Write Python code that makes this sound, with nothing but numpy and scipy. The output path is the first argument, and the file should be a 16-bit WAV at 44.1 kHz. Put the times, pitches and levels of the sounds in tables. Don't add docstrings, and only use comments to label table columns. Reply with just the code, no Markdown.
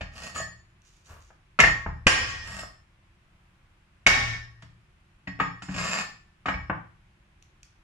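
import sys
import numpy as np
from scipy import signal
from scipy.fft import rfft, irfft
from scipy.io import wavfile
from scipy.ndimage import uniform_filter1d, minimum_filter1d

SR = 44100
rng = np.random.default_rng(int(sys.argv[2]) if len(sys.argv) > 2 else 0)


def wav_out(sig):
    wavfile.write(sys.argv[1], SR, np.round(np.clip(np.atleast_2d(sig).T, -1, 1) * 32767).astype(np.int16))


N = 345303
TIME = np.arange(N) / SR
AGE = TIME[:SR]


def undb(db):
    return 10 ** (np.asarray(db) / 20)


def unit(x):
    return x / np.sqrt(np.mean(x ** 2))


def unit_onset(x):
    return x / np.sqrt(np.mean(x[:SR // 100] ** 2))


def fade(t60_s):
    return np.exp(-np.log(1000) * AGE / t60_s)


def rise(tau_s):
    return 1 - np.exp(-AGE / tau_s)


def add(track, start_s, sound):
    i = max(int(start_s * SR), 0)
    track[i:i + len(sound)] += sound[:N - i]


def waver(count, rate_hz):
    knots = rng.standard_normal(400)
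    return np.interp(np.arange(count) * rate_hz / SR, np.arange(len(knots)), knots)


def on_log_axis(points, hz):
    point_hz, value = np.transpose(points)
    return np.interp(np.log(hz + 1), np.log(point_hz), value)


def colour(x, points):
    size = 8192
    hz = np.arange(size // 2 + 1) * SR / size
    gain = undb(on_log_axis(points, hz)) * np.minimum((hz + 1) / points[0][0], 1) ** 2
    cepstrum = irfft(np.log(gain))
    cepstrum[1:size // 2] *= 2
    cepstrum[size // 2 + 1:] = 0
    response = irfft(np.exp(rfft(cepstrum)))
    return signal.fftconvolve(x, response)[:len(x)]


def cushion(x, cutoff_hz, order):
    return signal.sosfilt(signal.butter(order, min(cutoff_hz, SR / 3), fs=SR, output="sos"), x)


def diffuse(count, apart_hz=520):
    mid, side = rfft(rng.standard_normal((2, count)))
    width = np.minimum(np.arange(len(mid)) * SR / count / apart_hz, 1)
    pair = np.array([mid + width * side, mid - width * side])
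    return irfft(pair / np.sqrt(1 + width ** 2), count)


# frequency in Hz, level in dB.
HUSH_SPECTRUM = [(12, -32.5), (20, -2.5), (43, 2.5), (143, -3.5), (205, -8.5), (235, -21), (367, -12.5),
                 (398, -24.5), (1080, -18), (1270, -19), (1390, -18.5), (2620, -20.5), (4310, -31.5),
                 (11400, -41), (15000, -72)]


def kitchen_hush(level_db=-61):
    air = np.array([colour(side, HUSH_SPECTRUM) for side in diffuse(N, apart_hz=880)])
    return air / np.std(air.mean(axis=0)) * undb(level_db)


def ring(modes, scatter_db, waver_hz):
    out = np.zeros(SR)
    for hz, db, t60_s in modes:
        scatter, sign = rng.standard_normal(2)
        decay = fade(t60_s)[:int(1.3 * SR * t60_s) + 1]
        phase = 2 * np.pi * np.cumsum(hz + waver_hz * waver(len(decay), rate_hz=35)) / SR
        out[:len(decay)] += np.sign(sign) * undb(db + scatter_db * scatter) * decay * np.sin(phase)
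    return out


# frequency in Hz, level in dB struck on the flat, the same on the edge, t60 in s.
BLADE_MODES = [(887, -3, -11.5, 0.25), (887.6, -5.5, -18.5, 0.22), (1113, -9, -2, 0.48),
               (1240, -10, -6.5, .2), (1635, 1.5, -9.5, 0.12), (1640, -4.5, -10, 0.58),
               (1786, -8.5, -2.5, 0.73), (1884, -1, 1.5, 0.59), (2070, -4, -13, 0.12),
               (2128, 3, -13.5, 0.24), (2230, -6, -9.5, 0.15), (2430, -14, -10.5, 0.22),
               (2550, 8.5, -11, 0.22), (2780, 4, -20.5, 0.13), (3280, -5.5, -16.5, .3),
               (3710, -10, -20, 0.22), (4460, -6, 1, 0.36), (4850, -9, -6.5, 0.41), (5300, -6.5, -4, 0.6),
               (6150, -6, -15, 0.32), (6852, -11.5, 2, 0.38), (7430, -5.5, -5.5, 0.24),
               (7300, -5.5, -10, 0.21), (7990, -18, -4.5, 0.29), (8960, -9.5, -16, 0.19),
               (9330, -18, -19.5, .35), (10250, -24.5, -23.5, .4), (11450, -26.5, -26, 0.37)]


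def blade(edge, t60_scale):
    modes = [(hz, (1 - edge) * flat_db + edge * edge_db, t60_s * t60_scale)
             for hz, flat_db, edge_db, t60_s in BLADE_MODES]
    return ring(modes, scatter_db=2.5, waver_hz=8)


# frequency in Hz, level in dB, t60 in seconds.
TABLE_MODES = [(44, -4, 0.22), (69.5, -1, 0.22), (114.6, -11.5, 0.7), (142, -1, 0.17), (165, -4, 0.14),
               (180.2, 0, 0.17), (275.4, -2, 0.15), (354, -9.5, 0.033)]


def table_thump(pitch_hz, focus_db_per_octave=7):
    modes = [(hz, db - focus_db_per_octave * abs(np.log2(hz / pitch_hz)), t60_s)
             for hz, db, t60_s in TABLE_MODES]
    return unit_onset(ring(modes, scatter_db=1, waver_hz=3)) * rise(0.012)


# frequency in Hz, level in dB.
BOARD_SPECTRUM = [(40, -5.5), (200, -7.5), (400, -7), (520, -7.5), (640, -2), (800, 1), (1150, -3),
                  (1900, 3), (2800, -1.5), (3700, -8.5), (5200, -8.5), (7400, -20), (10000, -27),
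                  (15000, -39)]


def blow(board_db, contact_hz, clap_db, clap_hz, ring_db, t60_scale, thump_db, thump_hz, edge):
    give = rise(0.0041)
    wood = colour(rng.standard_normal(SR) * fade(0.058) * give, BOARD_SPECTRUM)
    knock = unit_onset(cushion(wood, contact_hz, order=2))
    clap = unit_onset(np.sin(2 * np.pi * clap_hz * AGE) * (fade(0.035) - fade(0.007)))
    steel = unit_onset(cushion(blade(edge, t60_scale) * give, 1.2 * contact_hz, order=2))
    thump = table_thump(thump_hz)
    return undb(board_db) * knock + undb(clap_db) * clap + undb(ring_db) * steel + undb(thump_db) * thump


# start in seconds, board level in dB, contact cut-off in Hz, clap in dB,
# clap pitch in Hz, blade ring in dB, ring t60 factor, table thump in dB, thump pitch in Hz.
BLADE_KNOCKS = [(0.008, -37.5, 3780, -46.5, 610, -48, 0.71, -33.5, 62),
                (0.36, -43.5, 4000, -34, 1246, -47, 0.72, -69, 110),
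                (0.401, -58, 2000, -38, 653, -49, 0.42, -47, 105),
                (1.589, -18.5, 3530, -16.5, 1340, -27.5, 0.17, -25.5, 172),
                (4.621, -50.5, 10950, -68, 1400, -69, 0.42, -49.5, 108.9),
                (5.272, -41, 2300, -41.5, 1977, -43.5, .45, -30.5, 228),
                (5.389, -45.5, 2000, -49, 1960, -51.5, .65, -39.5, 277),
                (5.399, -24, 1900, -20, 1236, -38.5, 1, -30, 240),
                (5.62, -43, 9280, -46.5, 1356, -51.5, 1.1, -40, 202),
                (5.684, -41.5, 1954, -57, 1260, -69, .7, -29.5, 185),
                (5.741, -42, 7060, -50, 2420, -45.5, 0.21, -34.5, 170),
                (6.457, -31.5, 3000, -28, 1220, -42.5, 0.84, -37.5, 280),
                (6.482, -25.5, 1950, -29.5, 1280, -39, 0.82, -30.5, 280),
                (6.54, -40.5, 1810, -36, 2263, -53, 0.29, -31.5, 58)]


def knocks():
    out = np.zeros(N)
    for start_s, *contact in BLADE_KNOCKS:
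        add(out, start_s, blow(*contact, edge=0.55))
    return out


def grains(rate_per_s, spread_db):
    size = undb(spread_db * np.minimum(rng.exponential(size=SR), 4))
    slipping = rng.random(SR) < rate_per_s / SR
    return unit(slipping * size * rng.standard_normal(SR))


def stroke(length_s, swell_db=20.5, swell_share=0.34, ease_db=5.5, release_db_per_s=298):
    progress = AGE / length_s
    swell = swell_db * np.maximum(1 - progress / swell_share, 0)
    ease = ease_db * np.minimum(progress, 1)
    release = release_db_per_s * np.maximum(AGE - length_s, 0)
    return undb(-swell - ease - release)


# frequency in Hz, level in dB.
DRY_RUB_SPECTRUM = [(100, -10.5), (170, 5), (300, -18), (650, -4), (880, -3.5), (1150, 7), (1900, -6.5),
                    (2600, -4.5), (3500, -17), (5100, -4.5), (6200, -16), (7500, -24), (10000, -32),
                    (15000, -37)]
WET_RUB_SPECTRUM = [(70, 7), (170, 5.5), (380, -12.5), (650, 0.5), (1250, -5), (1900, -9.5), (2700, 0),
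                    (3800, -9.5), (4900, -5.5), (7500, -13), (10000, -16), (15000, -28)]


def stick_slip(pressure, wet, ring_db, t60_scale, judder_db=3, dry_edge=0.35):
    slips = grains(rate_per_s=2400, spread_db=3)
    force = pressure * undb(judder_db * waver(SR, rate_hz=32.5))
    steel = blade(dry_edge + wet * (1 - dry_edge), t60_scale)
    singing = signal.fftconvolve(slips * force, steel / np.linalg.norm(steel))[:SR]
    on_pulp = unit(colour(slips, WET_RUB_SPECTRUM))
    on_wood = unit(colour(slips, DRY_RUB_SPECTRUM))
    return unit(wet * on_pulp + (1 - wet) * on_wood) * force + undb(ring_db) * singing


def squeal(pressure, length_s, pitch_hz=1771, waver_hz=9, linger_db=-12, linger_t60_s=1.0):
    lifted_s = np.maximum(AGE - length_s, 0)
    linger = undb(linger_db - 60 * lifted_s / linger_t60_s) * np.minimum(AGE, length_s)
    phase = 2 * np.pi * np.cumsum(pitch_hz + waver_hz * waver(SR, rate_hz=57)) / SR
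    return (pressure + linger) * np.sqrt(2) * np.sin(phase)


# start in seconds, length in seconds, level in dB, wetness (0 wood, 1 pulp),
# ring relative to the rub in dB, ring t60 factor, squeal in dB.
BLADE_SCRAPES = [(0.109, 0.16, -42.5, 0.59, -3, 0.33, -78), (0.336, 0.065, -40.5, 0.78, 5, 0.41, -43),
                 (2.407, 0.2, -42.5, 0.67, -0.5, 0.43, -70), (5.692, 0.32, -31.5, 0.1, -3, 0.21, -43)]


def scrapes(squeal_lag_s=0.055):
    out = np.zeros(N)
    for start_s, length_s, db, wet, ring_db, t60_scale, squeal_db in BLADE_SCRAPES:
        pressure = stroke(length_s)
        add(out, start_s, undb(db) * stick_slip(pressure, wet, ring_db, t60_scale))
        add(out, start_s + squeal_lag_s, undb(squeal_db) * squeal(pressure, length_s))
    return out


# frequency in Hz, level in dB.
SKIN_SPECTRUM = [(500, -16.5), (1500, -1.5), (2500, 2.5), (4000, 4.5), (6500, 7.5), (9000, -5.5),
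                 (12000, -11), (15000, -15)]
PUSH_SPECTRUM = [(70, 13.5), (150, -6), (350, -14), (650, -7.5), (1300, -1), (2000, -12.5), (5000, -27.5)]
# start in seconds, length in seconds, level in dB.
SKIN_RUSTLES = [(0.829, 0.081, -62), (0.901, 0.11, -67.5), (1.037, 0.078, -57.5), (1.174, 0.12, -67.5)]
CLOVE_PUSHES = [(1.062, .11, -48.5), (2.599, .055, -47.5), (3.1, .65, -71.5)]
# start in seconds, level in dB.
SKIN_SNAPS = [(0.819, -69), (7.425, -60), (7.631, -54.5), (7.652, -71)]


def peeling(snap_t60_s=0.011):
    out = np.zeros(N)
    for start_s, length_s, db in SKIN_RUSTLES:
        crackle = colour(grains(rate_per_s=3300, spread_db=3.5), SKIN_SPECTRUM)
        add(out, start_s, undb(db) * stroke(length_s) * unit(crackle))
    for start_s, length_s, db in CLOVE_PUSHES:
        drag = colour(grains(rate_per_s=8100, spread_db=-0.5), PUSH_SPECTRUM)
        add(out, start_s, undb(db) * stroke(length_s) * unit(drag))
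    for start_s, db in SKIN_SNAPS:
        snap = colour(rng.standard_normal(SR) * fade(snap_t60_s), SKIN_SPECTRUM)
        add(out, start_s, undb(db) * unit_onset(snap))
    return out


# frequency in Hz, level in dB.
BUMP_SPECTRUM = [(100, -7), (250, -4.5), (450, -9), (750, 3.5), (1000, 1), (1300, 2.5), (1700, -5),
                 (2700, -16.5), (3500, -22.5), (5000, -33)]
# start in seconds, level in dB, table thump in dB, thump pitch in Hz.
BOARD_BUMPS = [(1.303, -54.5, -76, 110), (1.861, -31, -26.5, 59), (2.631, -41.5, -54, 170),
               (6.697, -24, -36.5, 160)]


def bumps(t60_s=0.05, rise_s=0.00091, contact_hz=2900):
    out = np.zeros(N)
    for start_s, db, thump_db, thump_hz in BOARD_BUMPS:
        impact = rng.standard_normal(SR) * fade(t60_s) * rise(rise_s)
        clunk = cushion(colour(impact, BUMP_SPECTRUM), contact_hz, order=6)
        add(out, start_s, undb(db) * unit_onset(clunk) + undb(thump_db) * table_thump(thump_hz))
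    return out


def clove_burst(t60_s=0.036):
    cracks = grains(rate_per_s=2500, spread_db=3) * fade(t60_s)
    return unit_onset(colour(cracks, SKIN_SPECTRUM))


# start in seconds, board level in dB, clap in dB, clap pitch in Hz,
# blade ring in dB, ring t60 factor, then table thump, clove burst, air puff and first rebound in dB.
CLOVE_SMASHES = [(1.600, -15, -10.5, 2113, -25.5, 0.16, -24, -28, -41.5, -19),
                 (2.068, 21.5, 12.5, 2492, 10, 0.78, -5, 5, 14, -29.5),
                 (4.065, 6, 10, 2227, -3.5, 0.31, -10.5, -5.5, -4.5, -11)]


def smashes(rebounds=2, rebound_gap_s=0.036, rebound_loss_db=10):
    out = np.zeros(N)
    for row in CLOVE_SMASHES:
        start_s, board_db, clap_db, clap_hz, ring_db, t60_scale, thump_db, burst_db, _, rebound_db = row
        hit = blow(board_db, contact_hz=9000, clap_db=clap_db, clap_hz=clap_hz, ring_db=ring_db,
                   t60_scale=t60_scale, thump_db=thump_db, thump_hz=100, edge=0.05)
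        add(out, start_s, hit)
        add(out, start_s + 0.003, undb(burst_db) * clove_burst())
        for k in range(rebounds):
            bounce = blow(board_db=0, contact_hz=2400, clap_db=6, clap_hz=1828, ring_db=-11,
                          t60_scale=0.98, thump_db=-12, thump_hz=100, edge=0.6)
            add(out, start_s + (k + 1) * rebound_gap_s, undb(rebound_db - k * rebound_loss_db) * bounce)
    return out


def air_puffs(width_s=0.0034, lag_s=0.0047):
    out = np.zeros(N)
    for start_s, *_, puff_db, _ in CLOVE_SMASHES:
        widths = (TIME - start_s - lag_s) / width_s
        push = np.exp(-widths ** 2)
        backflow = np.exp(-(widths / 2 - 1) ** 2) / 3
        out += undb(puff_db) * (backflow - push)
    return out


# frequency in Hz, t60 in seconds.
ROOM_DECAY = [(60, 0.68), (200, .42), (600, 0.38), (2000, 0.38), (5000, 0.43), (9000, 0.37), (15000, 0.18)]


def room(x, worktop_db=-3, worktop_t60_s=0.0067, wall_db=-3, wall_rise_s=0.0051):
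    noise = rfft(diffuse(SR))
    octave = np.log2(np.maximum(np.arange(noise.shape[1]), 32) / 32)
    walls = np.zeros((2, SR))
    for k in range(10):
        band = irfft(noise * np.maximum(1 - abs(octave - k), 0), SR)
        walls += band * fade(on_log_axis(ROOM_DECAY, 32 * 2 ** k))
    walls *= rise(wall_rise_s)
    worktop = diffuse(SR) * fade(worktop_t60_s)
    response = (undb(wall_db) * unit(walls) + undb(worktop_db) * unit(worktop)) / np.sqrt(SR)
    response[0, 1] += 1
    response[1, 0] += 1
    return signal.fftconvolve(x[None], response, axes=1)[:, :N]


def scene(pan_db=0.4):
    work = smashes() + knocks() + bumps() + scrapes() + peeling()
    return room(work) * undb([[pan_db], [-pan_db]]) + air_puffs() + kitchen_hush()


def record(dry, ceiling=0.91, release_db_per_s=78, attack_s=0.0008, top_hz=15300):
    over_db = 20 * np.log10(np.maximum(abs(dry).max(axis=0) / ceiling, 1))
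    recovery_db = release_db_per_s * TIME
    duck_db = np.maximum.accumulate(over_db + recovery_db) - recovery_db
    window = int(attack_s * SR)
    gain = uniform_filter1d(minimum_filter1d(undb(-duck_db), window), window)
    lowpass = signal.ellip(10, 0.2, 80, top_hz, fs=SR, output="sos")
    return signal.sosfilt(lowpass, np.clip(dry * gain, -1, 1))


dry = scene()
out = record(dry)
wav_out(out)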